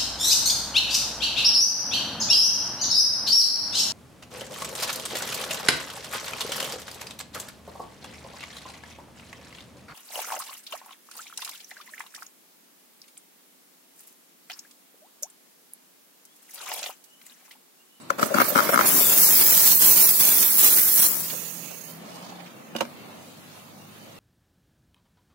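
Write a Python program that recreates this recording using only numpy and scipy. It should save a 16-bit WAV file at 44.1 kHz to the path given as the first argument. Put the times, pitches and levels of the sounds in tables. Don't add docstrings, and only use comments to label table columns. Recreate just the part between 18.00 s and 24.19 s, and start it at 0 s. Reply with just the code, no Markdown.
import sys
import numpy as np
from scipy import signal
from scipy.fft import rfft, irfft, next_fast_len
from scipy.io import wavfile
from scipy.ndimage import uniform_filter1d

SR = 44100
rng = np.random.default_rng(int(sys.argv[2]) if len(sys.argv) > 2 else 0)


def to_linear_factor(level_db):
    exponent = np.asarray(level_db, float) / 20
    return 10 ** exponent


def unload_wav(signal):
    wavfile.write(
        sys.argv[1],
        SR,
        np.round(np.clip(np.atleast_2d(signal).T, -1, 1) * 32767).astype(np.int16),
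    )


N = 272966
T = np.arange(N) / SR
SIDES = np.array([[.5], [-.5]])

# frequency [Hz], density [dB per Hz].
ROOM_COLOUR = [(30, -20), (70, -22), (110, -9.5), (214, -3), (459, -13), (496, -8), (955, -12),
               (1270, -12.5), (1490, -15.5), (2870, -16.5), (4300, -19.5), (6300, -26.5), (11000, -27.5),
               (15800, -33)]
# frequency [Hz], correlation [-1 to 1].
ROOM_ALIKE = [(60, .95), (130, 0.81), (290, 0.42), (640, 0.26), (900, 0), (1410, 0), (3100, 0),
              (6820, 0.06), (15000, .4)]
ROOM_BANDS_DB = [-52.5, -54.5, -60.5]
# start [s], length [s], middle over room [dB], rustle over room [dB].
HANDLING = [
    (4.07, 0.25, 5, 4),
    (4.486, 0.33, 2.5, -1),
    (4.838, 0.29, 3.5, 1.7),
    (5.257, .05, -1, 4),
    (5.55, .05, -1.5, 5.5),
    (5.694, 0.049, 0, 0.5),
    (5.94, .03, -2, 3.5),
]
# start [s], length [s], level [dB], centre [Hz], width [Hz].
SIZZLES = [
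    (0.013, .006, -56, 8200, 2200),
    (4.06, 0.233, -56.5, 4700, 4300),
    (4.35, .15, -60, 3600, 2500),
    (4.13, 0.033, -60, 11000, 6000),
    (4.4, .01, -55.5, 2200, 1000),
    (4.2, 0.25, -57, 780, 140),
    (5.03, 0.14, -60, 840, 400),
    (5.55, 0.13, -62, 1050, 350),
    (3.56, 0.16, -56.5, 2650, 600),
]
# frequency [Hz], density [dB per Hz].
JET_COLOUR = [(41, -54), (70, -55), (118, -14), (222, -13), (439, -11.5), (481, -13.5), (908, -15.5),
              (1060, -15.5), (1530, -18.5), (2950, -18.5), (5960, -13.5), (12000, -7.5), (14800, -3),
              (15800, -3.5)]
# frequency [Hz], correlation [-1 to 1].
JET_ALIKE = [(60, .3), (130, .45), (350, .33), (700, .0), (1410, .26), (3100, .18), (6000, .04), (10500, 0),
             (12000, 0.7), (15000, 0.74)]
# frequency [Hz], left minus right [dB].
JET_PAN = [(60, -4), (110, 7.5), (200, 7.5), (380, 0), (700, 2), (1290, 7.5), (2380, -4.5), (4400, -1),
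           (8120, -2), (15000, -1)]
# time [s], steam flow as hiss level [dB], left minus right [dB].
FLOW = [(.05, -68, -2), (.2, -64, -14), (.215, -51, -25), (.45, -37, -8.5), (.853, -35, -8), (.862, -22, 3),
        (.99, -19.5, 2.5), (1.2, -17, -0.5), (1.8, -16, -3.5), (2.4, -18, -3.5), (3.066, -15.5, -2.5),
        (3.072, -21.5, 4.5), (3.17, -27, 5), (3.22, -28.5, -0.5), (3.37, -35.5, -11.5), (3.63, -45.5, -18),
        (3.9, -50.5, -17), (4.0, -60.5, -17)]
# clearing time [s], choke length [s], choke [dB], surge [dB].
CHOKES = [(.34, 0.094, -9, -5), (.43, 0.028, 7, 3), (.742, .03, 5, -5), (.8, 0.06, -4, -1),
          (.55, 0.063, -2, -1), (1.175, 0.045, -1.5, 0), (1.817, 0.1, -4, 0.5), (1.875, 0.032, 0, 0),
          (1.972, 0.034, -2, 0.5), (2.06, 0.04, 0.5, 1.5), (2.088, 0.027, -3, 0), (2.208, 0.12, -3, 1.5),
          (2.15, 0.042, -1.5, -1), (1.72, 0.041, -1, 0.5), (2.265, .04, 0.5, 0.5), (2.455, .04, 1.5, 0),
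          (2.592, 0.18, -3, 1), (2.645, 0.03, 0, 3), (1.44, 0.037, 1.5, -1), (2.776, 0.027, -1, 1.5),
          (2.88, 0.15, -3, -1), (2.98, 0.12, -4, 0), (3.031, 0.022, -4, 1.5)]
# centre [Hz], width [Hz], level over the hiss [dB].
LEAK = [(6530, 420, -5), (2770, 410, -16.5)]
# time [s], pop [dB], pipe ring [dB], thump [dB].
POPS = [(0.1031, -7.5, -17.5, -30.5), (0.185, -37, -28, -45), (0.195, -20.5, -24, -36), (.2, -26, -35, -34),
        (.211, -29, -25, -34), (0.2284, -6, -24, -18.5), (.234, -31, -32, -28), (0.258, -27, -37, -29),
        (.28, -39, -40, -41), (.303, -50, -23, -45), (.309, -51, -19, -47), (.317, -48, -16, -42),
        (.323, -42, -20, -42), (0.3416, -12.5, -16, -33), (0.345, -10.5, -22, -20), (0.35, -27, -17, -21),
        (.361, -21, -20, -22), (.377, -28, -35, -43), (0.384, -6, -29, -17), (0.401, -6.5, -14, -22),
        (0.415, -11, -13, -20), (0.4173, -7, -24, -36), (0.5028, -25, -22, -49), (0.5247, -37, -25, -30),
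        (0.5526, -16, -18, -23), (0.5571, -6, -18, -16.5), (0.568, -13, -34, -30), (0.5767, -7, -27, -32),
        (0.5873, -6, -35, -25), (0.5924, -5.5, -19, -41), (0.6036, -10, -36, -33),
        (0.6905, -14.5, -10.5, -43), (.695, -27, -16, -45), (.701, -30.5, -27, -45),
        (0.7363, -12, -22, -45), (0.7418, -7, -23, -25), (0.7507, -20, -37, -36), (0.7582, -8.5, -50, -22),
        (0.7755, -5.5, -39, -24), (0.7902, -5, -17, -28), (0.7965, -25, -34, -26), (0.8097, -6, -25, -40),
        (0.821, -24, -35, -42), (.845, -31, -43, -44), (0.94, -28, -38, -22.5), (0.976, -31, -37, -29),
        (1.007, -36, -21, -29)]
# start [s], length [s], level at the tip [dB], pipe minus tip [dB].
CHURNS = [(0.109, .008, -43, 7), (0.127, 0.038, -46.5, -4), (0.187, 0.012, -32, 4.5),
          (0.214, 0.008, -36, 3), (0.229, 0.0067, -30, 2), (0.255, 0.1, -42, 2.5), (0.325, 0.006, -57, 16),
          (0.354, 0.014, -30, -12), (0.375, .006, -33, -8), (0.399, 0.024, -23.5, -20),
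          (0.443, 0.029, -37, -2), (0.483, 0.077, -40, 8.5), (0.565, 0.04, -29, -5),
          (0.617, 0.063, -31, -4), (0.693, 0.008, -30.5, 4), (0.722, 0.026, -30, 3.5),
          (0.753, .004, -34, -8), (0.796, 0.006, -26.5, -12), (0.817, 0.044, -30, -8),
          (0.88, 0.031, -36, -3), (0.929, 0.057, -37, -6), (0.997, 0.024, -42, -2), (1.098, 0.075, -45, 5)]
# start [s], length [s], level [dB], centre [Hz], width [Hz].
SPITS = [(.184, 0.0015, -43, 9200, 10000), (.194, 0.0034, -45, 7000, 8000), (.21, 0.02, -38, 10900, 9000),
         (.262, .01, -36, 11400, 4000), (0.442, 0.028, -35, 9900, 3000), (0.485, 0.025, -28, 13500, 3500),
         (.63, .03, -36, 13000, 5000), (0.696, .02, -35, 13500, 5000), (.725, .012, -35, 9050, 6000),
         (.739, 0.0038, -20.5, 10600, 3000), (0.81, 0.039, -35, 14800, 2000),
         (.845, 0.009, -29, 13900, 3000), (.858, 0.006, -23, 8800, 5000), (.868, .025, -26, 10500, 3000)]
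# time [s], level [dB], frequency [Hz].
TICKS = [(2.775, -23, 1730), (3.299, -21.5, 2760), (3.33, -21.5, 510), (3.707, -29, 550), (4.159, -32, 875),
         (4.387, -31.5, 780), (4.459, -34.5, 2460), (5.009, -46, 604), (5.099, -45, 719), (5.569, -33, 689),
         (5.949, -39.5, 400)]
# start [s], length [s], level [dB].
HUMS = [
    (3.17, 0.069, -50),
    (3.32, 0.37, -50),
    (3.94, 0.027, -45),
    (4.136, 0.053, -49),
    (4.354, 0.1, -49.5),
]
# time [s], body [dB], crack [dB], left minus right [dB].
KNOCKS = [(4.7503, -24, -38, -3), (4.754, -21, -62, 0), (4.7628, -24, -22.5, -9.5), (4.784, -29, -33, -0.5),
          (4.788, -35, -29, -3), (4.8042, -25, -52, -10), (4.8073, -9.5, -18, -8), (4.813, -19.5, -35, -8),
          (4.818, -21, -38, -4), (4.828, -23, -49, 7), (4.851, -31, -39, 1)]
# frequency [Hz], level [dB], t60 [s].
COUNTER_MODES = [(237, -7, 0.12), (322, -2, 0.046), (547, 4, 0.05), (680, -1.5, 0.044), (925, 1.5, 0.037),
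                 (1080, 0, 0.037), (1464, -3, 0.033), (1320, -5, .03), (2405, -1, 0.014),
                 (2920, 1.5, 0.021), (4230, -9, 0.012), (6280, -10, .016), (7200, -12, 0.015)]
# time [s], turning rate [Hz], level [dB].
FAN = [
    (0, 94, -75),
    (4.55, 94.5, -73),
    (5.3, 99, -55.5),
    (5.86, 102, -51),
    (6.19, 104.5, -52.5),
]
# multiple of the turning rate, level [dB].
FAN_ORDERS = [(1, -2.5), (1.5, -4), (2, -8)]


def curves(table):
    s, *columns = np.transpose(table)
    return [np.interp(T, s, c) for c in columns]


def at(points, hz):
    f, v = np.transpose(points)
    return np.interp(np.log(hz), np.log(f), v)


def to_db(gain):
    return 20 * np.log10(gain + 1e-6)


def level(x):
    return x / x.std()


def smooth(x, size):
    return uniform_filter1d(uniform_filter1d(x, size), size)


def walk(rate):
    hold = int(SR / rate)
    steps = np.repeat(rng.standard_normal(N // hold + 1), hold)
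    return 1.08 * smooth(steps, hold)[:N]


def bout(s, length_s, rise_s, fall_s):
    return np.exp(np.minimum(T - s, 0) / rise_s - np.maximum(T - s - length_s, 0) / fall_s)


def resonance(x, hz, width_hz):
    return signal.lfilter(*signal.iirpeak(hz, hz / width_hz, fs=SR), x)


def grain(hz, rise_s, fall_s, phase):
    t = np.arange(2048) / SR
    shape = (1 - np.exp(-t / rise_s)) ** 2 * np.exp(-t / fall_s)
    return np.sin(2 * np.pi * hz * t + phase) * shape / shape.max()


def add(out, s, sound):
    i = int(s * SR)
    out[:, i:i + sound.shape[1]] += sound


def bands(source, colour, alike, lag_from_hz):
    lag_s, lag_top_hz = .00052, 9500
    size = next_fast_len(N)
    f = np.maximum(np.arange(size // 2 + 1) * SR / size, 1)
    ripple_db = 1.5 * level(smooth(rng.standard_normal(len(f)), 900))
    gain = to_linear_factor(at(colour, f) + ripple_db * np.clip(f / 6000, 0, 1)) * (f < colour[-1][0])
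    mid, side = rfft(source, size) * gain
    c = np.clip(at(alike, f), -.95, .95)
    pair = np.array([1, -1])[:, None] * side * np.sqrt((1 - c) / 2) + mid * np.sqrt((1 + c) / 2)
    pair[0] *= np.exp(-2j * np.pi * f * lag_s * (f > lag_from_hz) * (f < lag_top_hz))
    for hz in 32 * 2 ** np.arange(0, 9.6, .5):
        mask = np.cos(np.pi * np.clip(np.log2(f / hz), -.5, .5)) ** 2
        part = irfft(pair * mask, size)[:, :N]
        yield hz, part, np.mean(part ** 2)


def shaped(slices, anchors_hz, edges_hz, levels_db, flicker_db, rate):
    slices = list(slices)
    base_db = [10 * np.log10(sum(p for hz, _, p in slices if lo <= hz < hi)) for lo, hi in edges_hz]
    out, last = 0, walk(rate)
    for hz, part, _ in slices:
        weights = [np.interp(np.log(hz), np.log(anchors_hz), w) for w in np.eye(len(base_db))]
        own = walk(rate)
        db = sum(w * (lv - b) for w, lv, b in zip(weights, levels_db, base_db))
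        out = out + part * to_linear_factor(db + flicker_db * (own + last))
        last = own
    return out


def handling():
    middle, top = sum(np.outer([middle_db, top_db], bout(s, length_s, rise_s=0.086, fall_s=0.056))
                      for s, length_s, middle_db, top_db in HANDLING)
    low_db, middle_db, top_db = ROOM_BANDS_DB
    return [low_db + 0.67 * middle, middle_db + middle, top_db + top]


def room():
    slices = bands(rng.standard_normal((2, N)), ROOM_COLOUR, ROOM_ALIKE, lag_from_hz=900)
    early_db = np.interp(T, [0, .2, 3.5], [1.5, 1.2, 0])
    edges_hz = [(100, 450), (450, 2000), (4000, 17000)]
    return to_linear_factor(1.0 + early_db) * shaped(slices, [220, 950, 7000], edges_hz, handling(), flicker_db=0.9, rate=13)


def hisses(table, rise_s, fall_s, pan_db):
    out, lumps = np.zeros((2, N)), to_linear_factor(3.5 * walk(300))
    for s, length_s, db, hz, width_hz in table:
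        span = slice(max(int((s - .1) * SR), 0), int((s + .4) * SR))
        noise = rng.standard_normal((2, N // 12))
        hiss = level(resonance(resonance(noise, hz, width_hz), hz, width_hz))
        shape = (lumps * bout(s, length_s, rise_s, fall_s))[span]
        out[:, span] += hiss[:, :len(shape)] * shape * to_linear_factor(db + pan_db * SIDES)
    return out


def chokes():
    clear_s, surge_s = 0.024, 0.034
    return sum(np.interp(T, [s - length_s, s - clear_s, s, s + surge_s], [0, choke_db, surge_db, 0])
               for s, length_s, choke_db, surge_db in CHOKES)


def churn():
    tip, pipe = 0, 0
    for s, length_s, db, pipe_db in CHURNS:
        gain = bout(s, length_s, rise_s=.003, fall_s=.009) * to_linear_factor(db)
        tip = tip + gain
        pipe = pipe + gain * to_linear_factor(pipe_db)
    return to_db(tip), to_db(pipe)


def leak(noise, hiss_db):
    closing_db = np.interp(T, [3.05, 3.3, 3.6], [-25, -4, 1.5])
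    out = 0
    for hz, width_hz, db in LEAK:
        whistle = level(resonance(resonance(noise, hz, width_hz), hz, 1.5 * width_hz))
        out = out + whistle * to_linear_factor(db + hiss_db + closing_db)
    return out


def jet():
    noise = rng.standard_normal((2, 2, N))
    flow_db, pan_db = curves(FLOW)
    open_db = flow_db + 18
    stutter_db, dryness = chokes(), np.interp(T, [.85, .93], [0, 1])
    wetness = 1 - dryness
    hiss_db = flow_db + stutter_db
    pan_db = pan_db + 0.31 * np.maximum(stutter_db, 0) * wetness
    snap_db = -3.5 * bout(3.068, 0.025, rise_s=0.0028, fall_s=0.17)
    rush_stutter_db = 2.04 * (stutter_db * dryness + np.minimum(stutter_db, 0) * wetness)
    rush_db = -26.5 + 0.88 * open_db + rush_stutter_db + snap_db + 5 * wetness
    roar_db = -36 + 0.62 * open_db + 1.95 * stutter_db * dryness + snap_db
    splash_db = churn()[0]
    levels_db = [to_db(to_linear_factor(roar_db) + to_linear_factor(splash_db - 7.0)),
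                 to_db(to_linear_factor(rush_db) + to_linear_factor(splash_db - 18)),
                 to_db(to_linear_factor(hiss_db) + to_linear_factor(splash_db - 21))]
    slices = ((hz, part * to_linear_factor(at(JET_PAN, hz) * SIDES), power)
              for hz, part, power in bands(noise[0], JET_COLOUR, JET_ALIKE, lag_from_hz=1))
    edges_hz = [(200, 1800), (2500, 7000), (9000, 17000)]
    broad = shaped(slices, [700, 4200, 12000], edges_hz, levels_db, flicker_db=0.61, rate=16)
    droplets = to_linear_factor(1.28 * walk(250) + 0.1 * walk(39.0))
    shut_db = np.interp(T, [.06, .09, 3.9, 4.1], [-37.0, -0.5, -3.0, -9.0])
    return to_linear_factor(shut_db + 1.0 + (pan_db + 2.0) * SIDES) * droplets * (broad + leak(noise[1], hiss_db))


def pops():
    out, t = np.zeros((2, N)), np.arange(2048) / SR
    for s, db, pipe_db, thump_db in POPS:
        r = rng.random(5)
        phase = 2 * np.pi * r
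        cavity = grain(1340 + 90 * (r[4] - .5), 0.0007, 0.0014, phase[0])
        cavity += 0.11 * grain(2146, 0.00055, 0.0024, 0)
        cavity += 0.13 * grain(990, 0.00029, 0.0057, phase[1])
        near = to_linear_factor(db + 4.5) * cavity
        pipe = to_linear_factor(pipe_db) * grain(570 + 50 * (r[1] - .5), 0.00088, 0.0052, phase[2])
        thump = to_linear_factor(thump_db) * grain(260 + 80 * (r[3] - .5), 0.0033, 0.0033, phase[2])
        noise = rng.standard_normal((3, 2048))
        spray = to_linear_factor(-13.5 + 0.46 * db) * resonance(noise[:2], 5900, 4400) * np.exp(-t / 0.0024)
        splat = to_linear_factor(-1 + .7 * db) * resonance(noise[2], 830, 760)
        splat = splat * (1 - np.exp(-t / 0.00063)) * np.exp(-t / 0.0065)
        left = near + pipe + 1.48 * thump
        right = splat + 0.16 * np.roll(near, 18) + 0.43 * np.roll(pipe, 14) + 0.33 * np.roll(thump, 12)
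        add(out, s + .0004, spray + np.array([left, right]))
    return out


def gurgle():
    tip_db, pipe_db = churn()
    # (level dB, Hz, width Hz, left minus right dB, shared part)
    modes = [(pipe_db, 604, 81, 12.5, 0.67), (tip_db - 0.5, 280, 160, 7.5, 0.54), (tip_db, 1230, 470, 14.0, 0.15),
             (tip_db - 2.0, 1150, 1000, -15.0, 0.1)]
    out = 0
    for db, hz, width_hz, pan_db, share in modes:
        common, *own = rng.standard_normal((3, N))
        noise = share * common + (1 - share) * np.array(own)
        ring = resonance(resonance(noise, hz, width_hz), hz, 3.9 * width_hz)
        out = out + level(ring) * to_linear_factor(db - 5.0 + 2.7 * walk(110.1) + pan_db * SIDES)
    return out


def ticks():
    out, t = np.zeros((2, N)), np.arange(3000) / SR
    for s, db, hz in TICKS:
        width_hz = .08 * hz + 0.00011 * hz ** 2
        puff = level(resonance(rng.standard_normal((2, len(t))), hz, width_hz))
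        add(out, s, to_linear_factor(db - 9.0) * puff * (1 - np.exp(-t / 0.0015)) * np.exp(-t / 0.015))
    return out


def hum_level():
    swells = sum(to_linear_factor(db) * bout(s, length_s, rise_s=0.054, fall_s=0.044) for s, length_s, db in HUMS)
    return to_db(to_linear_factor(-59.5) + swells)


def hum():
    from_s, start_hz, climb_hz_per_s = 3.4, 167, 8.15
    hz = start_hz + climb_hz_per_s * np.maximum(T - from_s, 0)
    phase = 2 * np.pi * np.cumsum(hz * (1 + 0.0223 * walk(14))) / SR
    gate_db = np.interp(T, [3.0, 3.1, 4.52, 4.6], [-45, -2.5, 0.0, -26])
    return np.sin(phase) * to_linear_factor(hum_level() + 2.0 + gate_db + 2.1 * walk(24.0) + 0.99 * SIDES)


def knocks():
    out, t = np.zeros((2, N)), np.arange(6000) / SR
    tilt = 0.24
    for s, db, crack_db, pan_db in KNOCKS:
        hardness_db = crack_db - db
        body = 0
        for hz, mode_db, t60_s in COUNTER_MODES:
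            detune, phase = rng.uniform(-1, 1, (2, 2, 1))
            gain = to_linear_factor(mode_db + tilt * (hardness_db + 12.0) * np.log2(hz / 500))
            ring = np.sin(2 * np.pi * hz * (1 + 0.031 * detune) * t + 1.7 * phase)
            body = body + gain * ring * np.exp(-np.log(1000) * t / t60_s)
        noise = rng.standard_normal((2, 2, len(t)))
        thud = resonance(resonance(noise[0], 1040, 1400), 900, 2500) * np.exp(-t / 0.0086)
        body = body + 2.0 * to_linear_factor(tilt * (hardness_db + 6.0)) * thud
        body = body * (1 - np.exp(-t / 0.00055)) ** 2
        crack = resonance(noise[1], 3900, 4600) + 0.13 * resonance(noise[1], 15000, 7500)
        crack = crack * (1 - np.exp(-t / 0.0022)) * (np.exp(-t / 0.0021) + 0.097 * np.exp(-t / 0.017))
        knock = to_linear_factor(db + 1.0) * body / np.abs(body).max() + to_linear_factor(crack_db + 7.5) * crack
        add(out, s, knock * to_linear_factor(pan_db * SIDES))
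    return out


def fan():
    turn_hz, fan_db = curves(FAN)
    turn = 2 * np.pi * np.cumsum(turn_hz) / SR
    return sum(to_linear_factor(fan_db + db + 1.6 * walk(7.2)) * np.sin(k * turn) for k, db in FAN_ORDERS)


def scene():
    sizzles = hisses(SIZZLES, rise_s=.012, fall_s=.03, pan_db=-12.5)
    spits = hisses(SPITS, rise_s=.002, fall_s=.005, pan_db=-12)
    return room() + sizzles + jet() + pops() + gurgle() + spits + ticks() + hum() + knocks() + fan()


def patchy(x, patchy_db, hole_share, hole_db):
    f, _, z = signal.stft(x, SR, nperseg=1024, noverlap=768)
    waver, holes = rng.standard_normal((2,) + z.shape[1:])
    waver = level(uniform_filter1d(smooth(waver, 10), size=2, axis=0))
    strips = np.arange(len(f)) // 4 * 4
    holes = level(uniform_filter1d(uniform_filter1d(holes, size=9), size=3)[strips])
    holes = holes - np.interp(f, [2300, 2700, 5000, 7500, 10000], [3, .1, .1, .3, .8])[:, None]
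    loud = np.log(uniform_filter1d(np.abs(z).mean(axis=(0, 1)), size=20))
    holes = holes + .3 * level(loud)
    gone = uniform_filter1d(1. * (holes > np.quantile(holes, 1 - hole_share)), size=3)
    db = patchy_db * waver * np.clip(f[:, None] / 2500, 0, 1) + hole_db * gone
    return signal.istft(z * to_linear_factor(db), SR, nperseg=1024, noverlap=768)[1][:, :N]


def top_cut(x):
    return signal.sosfilt(signal.butter(12, 17030, fs=SR, output="sos"), x)


def record(dry):
    x = signal.sosfilt(signal.butter(2, 115, "high", fs=SR, output="sos"), dry)
    x = np.tanh(1.1 * x) / 1.1
    x = patchy(x, patchy_db=2.9, hole_share=.064, hole_db=-45)
    x = signal.sosfiltfilt(signal.ellip(12, .1, 80, 15750, fs=SR, output="sos"), x)
    return top_cut(x)


dry = scene()
out = record(dry)
unload_wav(out)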